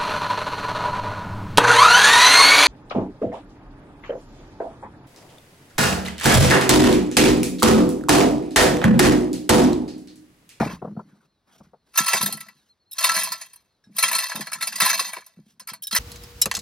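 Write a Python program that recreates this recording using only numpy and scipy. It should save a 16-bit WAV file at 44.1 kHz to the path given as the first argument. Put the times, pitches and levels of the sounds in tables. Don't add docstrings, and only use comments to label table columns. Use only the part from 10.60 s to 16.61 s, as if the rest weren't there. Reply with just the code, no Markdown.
import sys
import numpy as np
from scipy import signal
from scipy.fft import rfft, irfft, next_fast_len
from scipy.io import wavfile
from scipy.ndimage import uniform_filter1d, map_coordinates

SR = 44100
rng = np.random.default_rng(int(sys.argv[2]) if len(sys.argv) > 2 else 0)


def log_audio(samples):
    frames = np.atleast_2d(samples).T
    limited = np.clip(frames, -1, 1)
    pcm = np.round(limited * 32767).astype(np.int16)
    wavfile.write(sys.argv[1], SR, pcm)


N = 265217
T = np.arange(N) / SR
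CUT_S = 5.388

# freq_hz, relative_db_per_hz
AIR_SPECTRUM = [(15, -31.5), (45, -3.5), (301, -13), (1200, -20), (2990, -28.5), (4030, -22.5),
                (7110, -35.5), (16000, -40.5)]
# start_s, hold_s, level_db
PUFFS = [(0.0, .04, -42), (1, 0.056, -68), (5.3, .08, -74)]
# freq_hz, relative_db_per_hz
ENGINE_SPECTRUM = [(25, -16), (60, 10), (120, -4), (250, -13.5), (600, -17.5), (2000, -22), (5000, -22.5),
                   (9000, -29.5), (13000, -30), (16000, -29)]
# freq_hz, peak_db before wobble
ENGINE_TONES = [(140.0, -64), (479.1, -51.5)]
AIR_DB = -73.5
PUFF_RISE_DB_S, PUFF_FALL_DB_S = 310, 81
ENGINE_DB, ENGINE_FADE_DB_S = -37.5, 12

# start_s, length_s, top_hz, top_position (share of length), relative_level_db
WHISTLES = [(.3, .21, 4500, .6, -76), (.53, .07, 4080, .5, -82), (.66, .16, 4230, .25, -79),
            (1.12, .17, 4330, .35, -81), (1.96, .06, 4100, .15, -72), (2.087, .053, 4250, .55, -60),
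            (2.195, .05, 4410, .45, -68), (2.257, .06, 4280, .6, -66), (3.07, .13, 4270, .35, -79),
            (4.78, .08, 4550, .3, -82), (5.54, .035, 4250, .55, -53), (5.58, .045, 4060, .1, -56)]
START_DROP, END_DROP, BEND = 0.09, 0.17, 1.5
FULL_DEPTH_S = .16

# start_s, hold_s, scrape_db, hiss_over_scrape_db
RUBS = [(0.0, 0.056, -29.5, -12), (.095, 0.042, -41, -8), (.22, 0.43, -66.5, -7.5), (.88, .19, -65, -7),
        (.925, .03, -64, 1), (.985, .01, -66, 3), (1.035, .006, -69, 2), (1.27, 0.11, -68.5, -2.5),
        (1.95, 0.14, -75, 3.5), (3.0, 0.021, -76, -4.5), (4.72, 0.081, -74.5, -14),
        (4.87, 0.047, -73.5, 8.5)]
# freq_hz, relative_db_per_hz
HISS_SPECTRUM = [(300, -120), (1500, -26), (3000, 1.5), (6000, 0.5), (10000, -7), (14000, -4),
                 (16000, -19.5)]
# freq_hz, relative_db_per_hz
SCRAPE_SPECTRUM = [(90, -21.5), (200, 9), (500, -1), (1500, 0), (2500, -10), (5000, -51.5)]
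RUB_RISE_DB_S, RUB_FALL_DB_S = 712, 331.5

# start_s, relative_level_db, knock_over_level_db
TOUCHES = [(0.003, -7.5, -1.5), (0.021, -20, 10), (0.058, -12, -3), (0.093, -31, 5), (0.218, -24, 5),
           (0.245, -25.5, 4.5), (0.271, -26.5, -1), (0.306, -26.5, -16), (0.365, -22.5, -5.5),
           (0.391, -38, 15.5), (1.003, -37.5, 0), (1.133, -51.5, 18.5), (1.397, -23.5, -24),
           (1.54, -32, 15), (1.626, -21.5, -3), (1.681, -38, 13), (1.737, -31.5, -6), (2.56, -34, 0),
           (3.268, -41, -21.5), (3.292, -36, -41.5), (3.436, -37.5, 12.5), (3.546, -40, 3), (3.745, -29, 1),
           (3.769, -34, 8), (3.79, -23, -3), (3.809, -32.5, -20), (4.221, -27, 0), (4.404, -49, 22.5),
           (4.569, -50.5, 23), (4.769, -37, -26.5), (4.788, -34.5, -20.5), (5.011, -50.5, 0),
           (5.114, -38.5, -3), (5.327, -31, 3), (5.86, -24.5, 10), (5.972, -32, -1)]
# freq_hz, width_hz, relative_db
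BUCKET_MODES = [(145, 17, -1), (175, 31, 5), (209.7, 19, 6), (300, 33, -4.5)]
# freq_hz, relative_db_per_hz
KNOCK_SPECTRUM = [(130, -45), (250, -7), (450, 5), (900, 1), (1350, -7), (1800, -30.5), (4000, -49)]
# start_s, hold_s, level_db before the push filter
SHOVES = [(0.0, 0.074, -27), (.3, 0.023, -34), (.95, 0.2, -58.5), (1.6, 0.061, -34.5), (2.5, 0.11, -46.5),
          (3.3, 0.26, -54), (3.8, 0.59, -50), (4.8, 0.42, -63.5)]
# start_s, hold_s, level_db
SHAKES = [(0, .11, -40)]
SHOVE_RISE_DB_S, SHOVE_FALL_DB_S = 290.5, 96
BOOM_DB, KNOCK_DB = -6.5, -13

# start_s, relative_level_db, body_over_level_db, gong_db, treble_over_level_db,
# best_low_mode_hz, best_high_mode_hz
KERNELS = [(1.34, -40, 1.5, -47.0, -7.5, 1030, 2645), (1.355, -11.5, -2.9, -38.0, -10.5, 1030, 4325),
           (1.375, 1.5, -3.5, -22.5, -4, 990, 2645), (1.385, -0.5, 4, -26, -13.5, 1680, 2645),
           (1.463, -9.5, 1.3, -41.5, -2, 1093, 4960), (1.48, -1, -4.5, -23.5, -7.5, 1760, 2645),
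           (1.531, 3, 1, -49.5, -12.5, 1968, 2645), (1.566, -4, -3.5, -37.5, -13, 1093, 2645),
           (1.61, -7.5, 2.5, -29.5, -11, 990, 3680), (1.625, -6.5, -8.5, -50, -2.5, 1968, 4030),
           (1.659, -6, -4, -43, -1, 1760, 3680), (1.724, -12, -6, -42, -2.5, 785, 4325),
           (1.771, -28, 8.5, -65, 4.5, 1968, 2645), (1.805, -20.5, 1.5, -46, -2, 1968, 2645),
           (1.863, -35.0, 1.5, -82.5, -29.5, 656, 4325), (1.884, -29.5, 8.5, -77, -11.5, 1968, 2645),
           (2.382, -5, -12.5, -37, -13, 1968, 4325), (2.389, -12.5, -3.5, -35.0, -8.5, 1968, 4325),
           (2.441, 1.5, 1, -28.5, -6, 1030, 3680), (2.49, -3.5, 3, -18, -12, 1968, 4325),
           (2.563, -7, 5.5, -44.0, -4, 1680, 4325), (2.591, -12.5, -7, -37, -2.5, 990, 3680),
           (2.633, -11, -3.5, -52.5, 0.5, 1030, 5308), (2.719, -9, 0, -36, -4.5, 990, 4325),
           (2.812, -16, -1.5, -59, -10, 1760, 4960), (2.86, -38, -4.5, -73.5, 3, 990, 4181),
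           (2.932, -31.5, -4.5, -71, -2, 1760, 4960), (2.959, -37.5, 1.5, -89, 4, 990, 6046),
           (3.365, -18.5, -28, -63, -1, 1968, 3229), (3.383, -2, -6, -31.5, -4.5, 2282, 4181),
           (3.425, -1, -1, -25, -8.0, 2282, 4181), (3.435, 1.0, 3, -38, -11.5, 2282, 3229),
           (3.48, -6.5, 3, -33.5, -8, 1968, 2645), (3.513, -10.5, 7.5, -59.0, 0, 990, 2645),
           (3.527, -5.5, 1.0, -39, -7.5, 2282, 4181), (3.55, -1, -2.5, -27, -9, 1030, 4325),
           (3.583, -3.5, 0, -50.0, -10, 1968, 4181), (3.693, -22.5, 8.5, -49, -5.0, 990, 6524),
           (3.714, -23, 17.5, -38, -14, 1680, 3229), (3.755, -13, -0.5, -40, -8, 990, 3680),
           (3.807, -14, 6, -75.5, -6.5, 1760, 4960), (3.869, -18.5, 8.5, -43, -9, 1680, 4181),
           (3.917, -20.5, 12, -41, -1, 1680, 5308), (3.93, -9, -2, -63.5, -7, 2282, 5308),
           (3.95, -25, 12, -63.5, -27, 1030, 4793), (3.984, -34.5, 1, -42, -8, 1968, 2645),
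           (4.009, -12.5, 1.5, -45, -9, 1968, 3680), (4.023, -5.5, -1, -30, -8, 1680, 4181),
           (4.071, -7, -2.9, -57, -7, 2282, 4793), (4.124, -12.5, 0, -69, -13, 1680, 2645),
           (4.156, -10, -4.5, -54, -6.5, 1968, 4793), (4.201, -2, 5.5, -24, -4.5, 1680, 4793),
           (4.217, 0, 3, -26, -8.0, 1968, 3680), (4.259, -6.5, 6.5, -35, -1.5, 1030, 4181),
           (4.296, -7, 5, -26.5, -5.5, 1968, 6046), (4.393, -2.5, 2, -40, -9, 1093, 4181),
           (4.491, -21.5, 6, -53.5, -5.5, 990, 4793), (4.532, -21, 11.5, -50, 0, 2282, 3680),
           (4.564, -22.5, 15, -54.0, -16.5, 990, 4325), (4.62, -45, 16, -77.0, -17, 1680, 4181),
           (4.663, -31.5, -2.5, -89.5, 0, 1030, 6136), (4.693, -46, 5, -70.5, -19, 656, 5120),
           (4.996, -20.5, -2.5, -59, -11, 1030, 5308), (5.072, -21.5, -2, -46.0, -4.5, 2282, 4960),
           (5.085, -20, 3.5, -37, -4, 2282, 4793), (5.096, -16.5, -2.5, -57, -22, 1030, 4960),
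           (5.133, -21.5, 5.0, -71.5, 0.5, 990, 4325), (5.31, -10.5, -7.5, -41, -13, 1760, 4325),
           (5.324, -5, -7, -32, -11.5, 1968, 4181), (5.348, -4.0, 2, -53.5, -1, 1760, 5308),
           (5.36, 2.5, -2, -29, -13.5, 1968, 4960), (5.517, -22, -17, -72.5, -13, 785, 4793),
           (5.558, -23, -10, -74.5, -19, 1680, 4793), (5.636, -29.5, -1, -86.0, -11, 1968, 3229),
           (5.857, -7.5, 2.5, -42.0, -9.5, 656, 6524), (5.913, -5.0, 4, -44.5, -22, 1680, 2645),
           (5.94, -17, 9, -37, -15, 785, 4325), (5.95, -3.5, -11, -71, -23.5, 1680, 5120),
           (5.967, -10.5, -1, -48.5, -14.5, 1093, 2645), (5.99, -16.5, -18, -71, -19, 1030, 4793)]
# start_s, relative_level_db, body_over_level_db, treble_over_level_db,
# t60_s, best_mode_hz
GLANCES = [(2.3115, -28, -32, -2.5, 0.16, 5350), (2.3303, -29.5, -26, 5.5, 0.058, 3800),
           (3.2382, -45.5, -4, -25.5, 0.2, 3800), (5.2215, -30.5, -19, 8, 0.14, 3150),
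           (5.233, -17, -24.5, -7, 0.068, 5350), (5.2693, -18, -22, 0.5, 0.078, 3800),
           (5.815, 0, -7, -3.5, 0.071, 5300)]
# start_s, hold_s, base_level_db
TWISTS = [(1.38, .2, -30.5), (2.4, 0.2, -28), (3.39, 0.25, -33.5), (3.68, 0.059, -37), (4.01, 0.14, -46),
          (4.2, .13, -24.5)]
# freq_hz, width_hz, relative_db
CAN_MODES = [(656, 28, -11), (785, 40, -18), (990, 50, -6), (1030, 40, -5), (1093, 30, -9), (1680, 60, -3),
             (1760, 50, -6), (1968, 35, -4), (2282, 35, -7), (2645, 45, -1), (3229, 28, -8), (3680, 28, -6),
             (4030, 40, -8), (4181, 18, -6), (4325, 18, -6), (4793, 25, -7), (4960, 45, -3), (5120, 45, -7),
             (5308, 35, -8), (6046, 30, -6), (6136, 40, -3), (6524, 35, -5), (7100, 60, -7), (8000, 60, -6),
             (8840, 45, -6), (9183, 45, -7), (9910, 60, -7), (10475, 70, -5), (12110, 70, -4)]
# freq_hz, width_hz, relative_db
RIM_MODES = [(1660, 20, 8), (3150, 25, -15), (3800, 30, -2), (4980, 35, -10), (5350, 28, -1),
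             (5700, 40, -9)]
# freq_hz, width_hz, relative_db
FULL_CAN_MODES = [(2920, 25, -13), (3950, 22, -1), (5300, 35, -1), (5650, 30, -6), (7250, 60, -4),
                  (8300, 70, -4)]
# freq_hz, relative_db_per_hz
CRACK_SPECTRUM = [(300, -29), (900, -14.5), (2000, -11.5), (3000, -12.5), (6000, -8.5), (9000, 1.5),
                  (12500, 6.5), (14500, 1), (16000, -9.5)]
TWIST_RISE_DB_S, TWIST_FALL_DB_S = 609.5, 109.5
GONG_HZ = 1332
GONG_T60_S, GONG_T60_LOSS_S_PER_S = .36, .05
STRIKE_T60_S, STRIKE_T60_FULL_S = .14, 0.054
T60_S_PER_DB = .0018
FAVOUR_DB = 8
SKIRT_WIDTHS = 5

# freq_hz, left_lead_turns
LEAD_EARLY = [(300, 0), (800, -.06), (1800, -.01), (3200, .13), (4500, .13), (5300, .03), (7200, .5),
              (10300, 1), (13500, 1.5), (16500, 2)]
# freq_hz, left_lead_turns
LEAD_LATE = [(300, 0), (2500, .09), (5500, 0), (7300, -.06), (8800, -.5), (11000, -1), (13300, -1.5),
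             (15500, -2)]
# freq_hz, left_over_right_db
BALANCE = [(200, 0), (400, .6), (750, 4), (1400, 1.5), (2500, -1), (5000, -.6), (9000, 0)]
TOP_HZ = 16100


def amp(db):
    return 10 ** (np.asarray(db) / 20)


def unit(x):
    return x / np.sqrt(np.mean(x ** 2) + 1e-20)


def along(points, hz):
    f, v = np.transpose(points)
    return np.interp(np.log(hz + 1), np.log(f + 1), v)


def curve(rows, rise_db_s, fall_db_s):
    levels_db = []
    for start_s, hold_s, db in rows:
        before_s = np.clip(start_s - T, 0, None)
        after_s = np.clip(T - start_s - hold_s, 0, None)
        levels_db.append(db - rise_db_s * before_s - fall_db_s * after_s)
    return np.max(levels_db, axis=0)


def wobble(rate_hz):
    return map_coordinates(rng.standard_normal(int(N * rate_hz / SR) + 4), [T * rate_hz])


def filtered(x, response):
    m = next_fast_len(N + SR // 2)
    return irfft(rfft(x, m) * response(np.fft.rfftfreq(m, 1 / SR)), m)[..., :N]


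def rush(spectrum, apart):
    mid, side = filtered(rng.standard_normal((2, N)), lambda hz: amp(along(spectrum, hz)))
    return unit(np.array([mid + apart * side, mid - apart * side]))


def streaked(noise, depth_db):
    z = signal.stft(noise, nperseg=256)[2]
    field = uniform_filter1d(rng.standard_normal(z.shape[1:]), size=12, axis=1)
    return unit(signal.istft(z * amp(depth_db * unit(field)), nperseg=256)[1][:, :N])


def train(start_s, size):
    return np.bincount(np.clip((start_s * SR).astype(int), 0, N - 1), size, N)


def swell(start_s, size, rise_s, t60_s):
    t = np.arange(int(.3 * SR)) / SR
    energy = np.zeros(N + len(t))
    for decay_s in np.unique(t60_s):
        shape = amp(-120 * t / np.clip(decay_s, .02, .3)) * (1 - np.exp(-t / rise_s)) ** 2
        shape = shape / shape.max()
        chosen = t60_s == decay_s
        for start, a in zip(start_s[chosen], size[chosen]):
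            energy[int(start * SR):][:len(t)] += a ** 2 * shape
    return np.sqrt(energy[:N])


def ring(modes, start_s, size, spread_db, apart, lag_s, best_hz=()):
    out = np.zeros((2, N))
    for hz, width_hz, db in modes:
        r, w = np.exp(-np.pi * width_hz / SR), 2 * np.pi * hz / SR
        z = rng.standard_normal((len(start_s), 4))
        best = sum(np.exp(-(np.log(column / hz) / .012) ** 2) for column in best_hz)
        strength_db = (db + spread_db * z[:, 0]) * (1 - best) + FAVOUR_DB * best
        blow = size(hz) * amp(strength_db) * np.sign(z[:, 1])
        hit_s = start_s + lag_s * np.abs(np.tanh(z[:, 3]))
        pair = [train(hit_s, blow * (1 + side * apart * z[:, 2])) for side in (1, -1)]
        out += signal.lfilter([.5, 0, -.5], [1, -2 * r * np.cos(w), r * r], pair)
    return out


def calm_air():
    return amp(AIR_DB + 1.3 * wobble(2)) * rush(AIR_SPECTRUM, apart=.25)


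def wind_puffs():
    low = rush([(20, -15), (40, 0), (90, 0), (130, -25), (300, -90)], apart=.05)
    return amp(curve(PUFFS, PUFF_RISE_DB_S, PUFF_FALL_DB_S) + 2.5 * wobble(14)) * low


def engine():
    throb = amp(ENGINE_DB - ENGINE_FADE_DB_S * (T - CUT_S) + 1.2 * wobble(30))
    deep, wide = rush(ENGINE_SPECTRUM, apart=0.07), rush(ENGINE_SPECTRUM, apart=0.8)
    high = lambda hz: 1 / (1 + (600 / (hz + 1)) ** 4)
    body = deep + filtered(wide - deep, high)
    tones = sum(amp(db + 1.9 * wobble(64)) * np.sin(2 * np.pi * hz * T) for hz, db in ENGINE_TONES)
    return throb * body + tones


def outdoors():
    return np.where(T < CUT_S, calm_air() + wind_puffs(), engine())


def bird():
    out = np.zeros(N)
    flutter = amp(2.5 * wobble(45))
    for start_s, length_s, top_hz, top, db in WHISTLES:
        u = np.arange(int(length_s * SR)) / (length_s * SR)
        rising = START_DROP * np.clip(1 - u / top, 0, None) ** BEND
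        falling = END_DROP * np.clip((u - top) / (1 - top), 0, None) ** BEND
        hz = top_hz * (1 - np.sqrt(length_s / FULL_DEPTH_S) * (rising + falling))
        whistle = np.sqrt(np.sin(np.pi * u)) * np.sin(2 * np.pi * np.cumsum(hz) / SR)
        out[int(start_s * SR):][:len(u)] += amp(db) * whistle
    return out * flutter * amp([[.6], [-.6]])


def hands():
    grain = amp(2 * wobble(120) + 1 * wobble(35))
    hiss_rows = [(start_s, hold_s, db + over_db) for start_s, hold_s, db, over_db in RUBS]
    hiss_db = curve(hiss_rows, RUB_RISE_DB_S, RUB_FALL_DB_S)
    scrape_db = curve([row[:3] for row in RUBS], RUB_RISE_DB_S, RUB_FALL_DB_S)
    hiss = unit(grain * streaked(rush(HISS_SPECTRUM, apart=.15), depth_db=4))
    scrape = unit(grain * streaked(rush(SCRAPE_SPECTRUM, apart=0.41), depth_db=5.0))
    return amp(hiss_db) * hiss + amp(scrape_db) * scrape


def bucket():
    start_s, db, knock_db = np.transpose(TOUCHES)
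    boom = ring(BUCKET_MODES, start_s, lambda hz: amp(db + BOOM_DB), spread_db=1.5, apart=.03, lag_s=.009)
    knock = streaked(rush(KNOCK_SPECTRUM, apart=0.15), depth_db=4)
    knock_size = amp(db + knock_db + KNOCK_DB)
    knock = knock * swell(start_s, knock_size, rise_s=0.0036, t60_s=np.full(len(start_s), .07))
    jolts_s = rng.random(900) * N / SR
    drone = unit(ring(BUCKET_MODES, jolts_s, lambda hz: 1, spread_db=7.0, apart=.03, lag_s=.005))
    drone = amp(curve(SHOVES, SHOVE_RISE_DB_S, SHOVE_FALL_DB_S)) * drone
    tin = ring(CAN_MODES, jolts_s, lambda hz: 1, spread_db=8, apart=.2, lag_s=.01)
    tin = unit(filtered(tin, lambda hz: 1 / (1 + 1j * hz / 1800) ** 2))
    rattle = amp(curve(SHAKES, RUB_RISE_DB_S, RUB_FALL_DB_S)) * tin
    push = lambda hz: (1j * hz / (90 + 1j * hz)) ** 2 / (1 + 1j * hz / 300) ** 2
    return filtered(boom + drone, push) + knock + rattle


def can(rows, modes, ring_db, crack_db, spread_db, rise_s, rough_db=0):
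    start_s, db, body_db, treble_db, t60_s, *best_hz = np.transpose(rows)
    levels_db = [db + body_db, db, db + treble_db]
    size = lambda hz: amp(ring_db + levels_db[int(hz > 2450) + int(hz > 7500)])
    tones = ring(modes, start_s, size, spread_db, apart=.25, lag_s=3 * rise_s, best_hz=best_hz)
    tones = tones * amp(rough_db * wobble(250))
    radiation = lambda hz: (1j * hz / (450 + 1j * hz)) ** 2 / (1 + 1j * hz / 14000) ** 2
    out = filtered(tones, radiation)

    noise = streaked(rush(CRACK_SPECTRUM, apart=.22), depth_db=5.5)
    near = lambda hz: np.sqrt(.12 + sum(amp(mode_db) / (1 + (2 * (hz - c) / (SKIRT_WIDTHS * w)) ** 2)
                                        for c, w, mode_db in modes))
    noise = unit(filtered(noise, near))
    below = [filtered(noise, lambda hz: 1 / (1 + (hz / edge_hz) ** 8)) for edge_hz in (2500, 7500)]
    ranges = [below[0], below[1] - below[0], noise - below[1]]
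    lasting = (1.2, 1, .58)
    for part, level_db, k in zip(ranges, levels_db, lasting):
        out = out + part * swell(start_s, amp(level_db + crack_db), k * rise_s, k * t60_s)
    return out


def gong():
    start_s, _, _, gong_db = np.transpose([row[:4] for row in KERNELS if row[0] < CUT_S])
    tone = np.sin(2 * np.pi * GONG_HZ * T + .6 * wobble(20))
    t60_s = GONG_T60_S - GONG_T60_LOSS_S_PER_S * start_s
    return tone * swell(start_s, amp(gong_db), rise_s=.002, t60_s=t60_s)


def stream():
    z = rng.random((2400, 4))
    start_s = z[:, 0] * N / SR
    base_db = curve(TWISTS, TWIST_RISE_DB_S, TWIST_FALL_DB_S)
    db = base_db[(start_s * SR).astype(int)] + 9 * z[:, 1]
    body_db, treble_db = -.6 + 6 * (z[:, 2] - .5), -5.5 + 8 * (z[:, 3] - .5)
    rows = np.transpose([start_s, db, body_db, treble_db, np.full(len(start_s), .04)])
    return rows[db > -100]


def corn():
    small, glances = stream(), np.array(GLANCES)
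    s, db, body_db, _, treble_db, low_hz, high_hz = np.transpose(KERNELS)
    t60_s = np.where(s < CUT_S, STRIKE_T60_S + T60_S_PER_DB * db, STRIKE_T60_FULL_S)
    big = np.transpose([s, db, body_db, treble_db, t60_s, low_hz, high_hz])
    first = glances[:, 0] < CUT_S
    early = can(big[s < CUT_S], CAN_MODES, ring_db=-25.5, crack_db=-11, spread_db=5.5, rise_s=.0022)
    early += gong()
    early += can(glances[first], RIM_MODES, ring_db=-19, crack_db=-9, spread_db=3, rise_s=.003, rough_db=4)
    early += can(small, CAN_MODES, ring_db=-14, crack_db=-4.0, spread_db=6.0, rise_s=0.0012)
    late = can(big[s > CUT_S], CAN_MODES, ring_db=-33.0, crack_db=-3.5, spread_db=5.0, rise_s=0.000465)
    late += can(glances[~first], FULL_CAN_MODES, ring_db=-19, crack_db=-7, spread_db=1.5, rise_s=.002,
                rough_db=3)
    return np.where(T < CUT_S, early, late)


def scene():
    return outdoors() + bird() + hands() + bucket() + corn()


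def ports(lead):
    sides = np.array([[1], [-1]])
    gain = lambda hz: amp(sides * along(BALANCE, hz) / 2)
    turn = lambda hz: np.exp(1j * np.pi * sides * np.interp(hz, *np.transpose(lead)))
    return lambda hz: gain(hz) * turn(hz)


def record(dry):
    both = np.where(T < CUT_S, filtered(dry, ports(LEAD_EARLY)), filtered(dry, ports(LEAD_LATE)))
    both = filtered(both, lambda hz: (1j * hz / (45 + 1j * hz)) ** 2)
    return filtered(both, lambda hz: 1 / (1 + (hz / TOP_HZ) ** 100))


dry = scene()
out = record(dry)
log_audio(out)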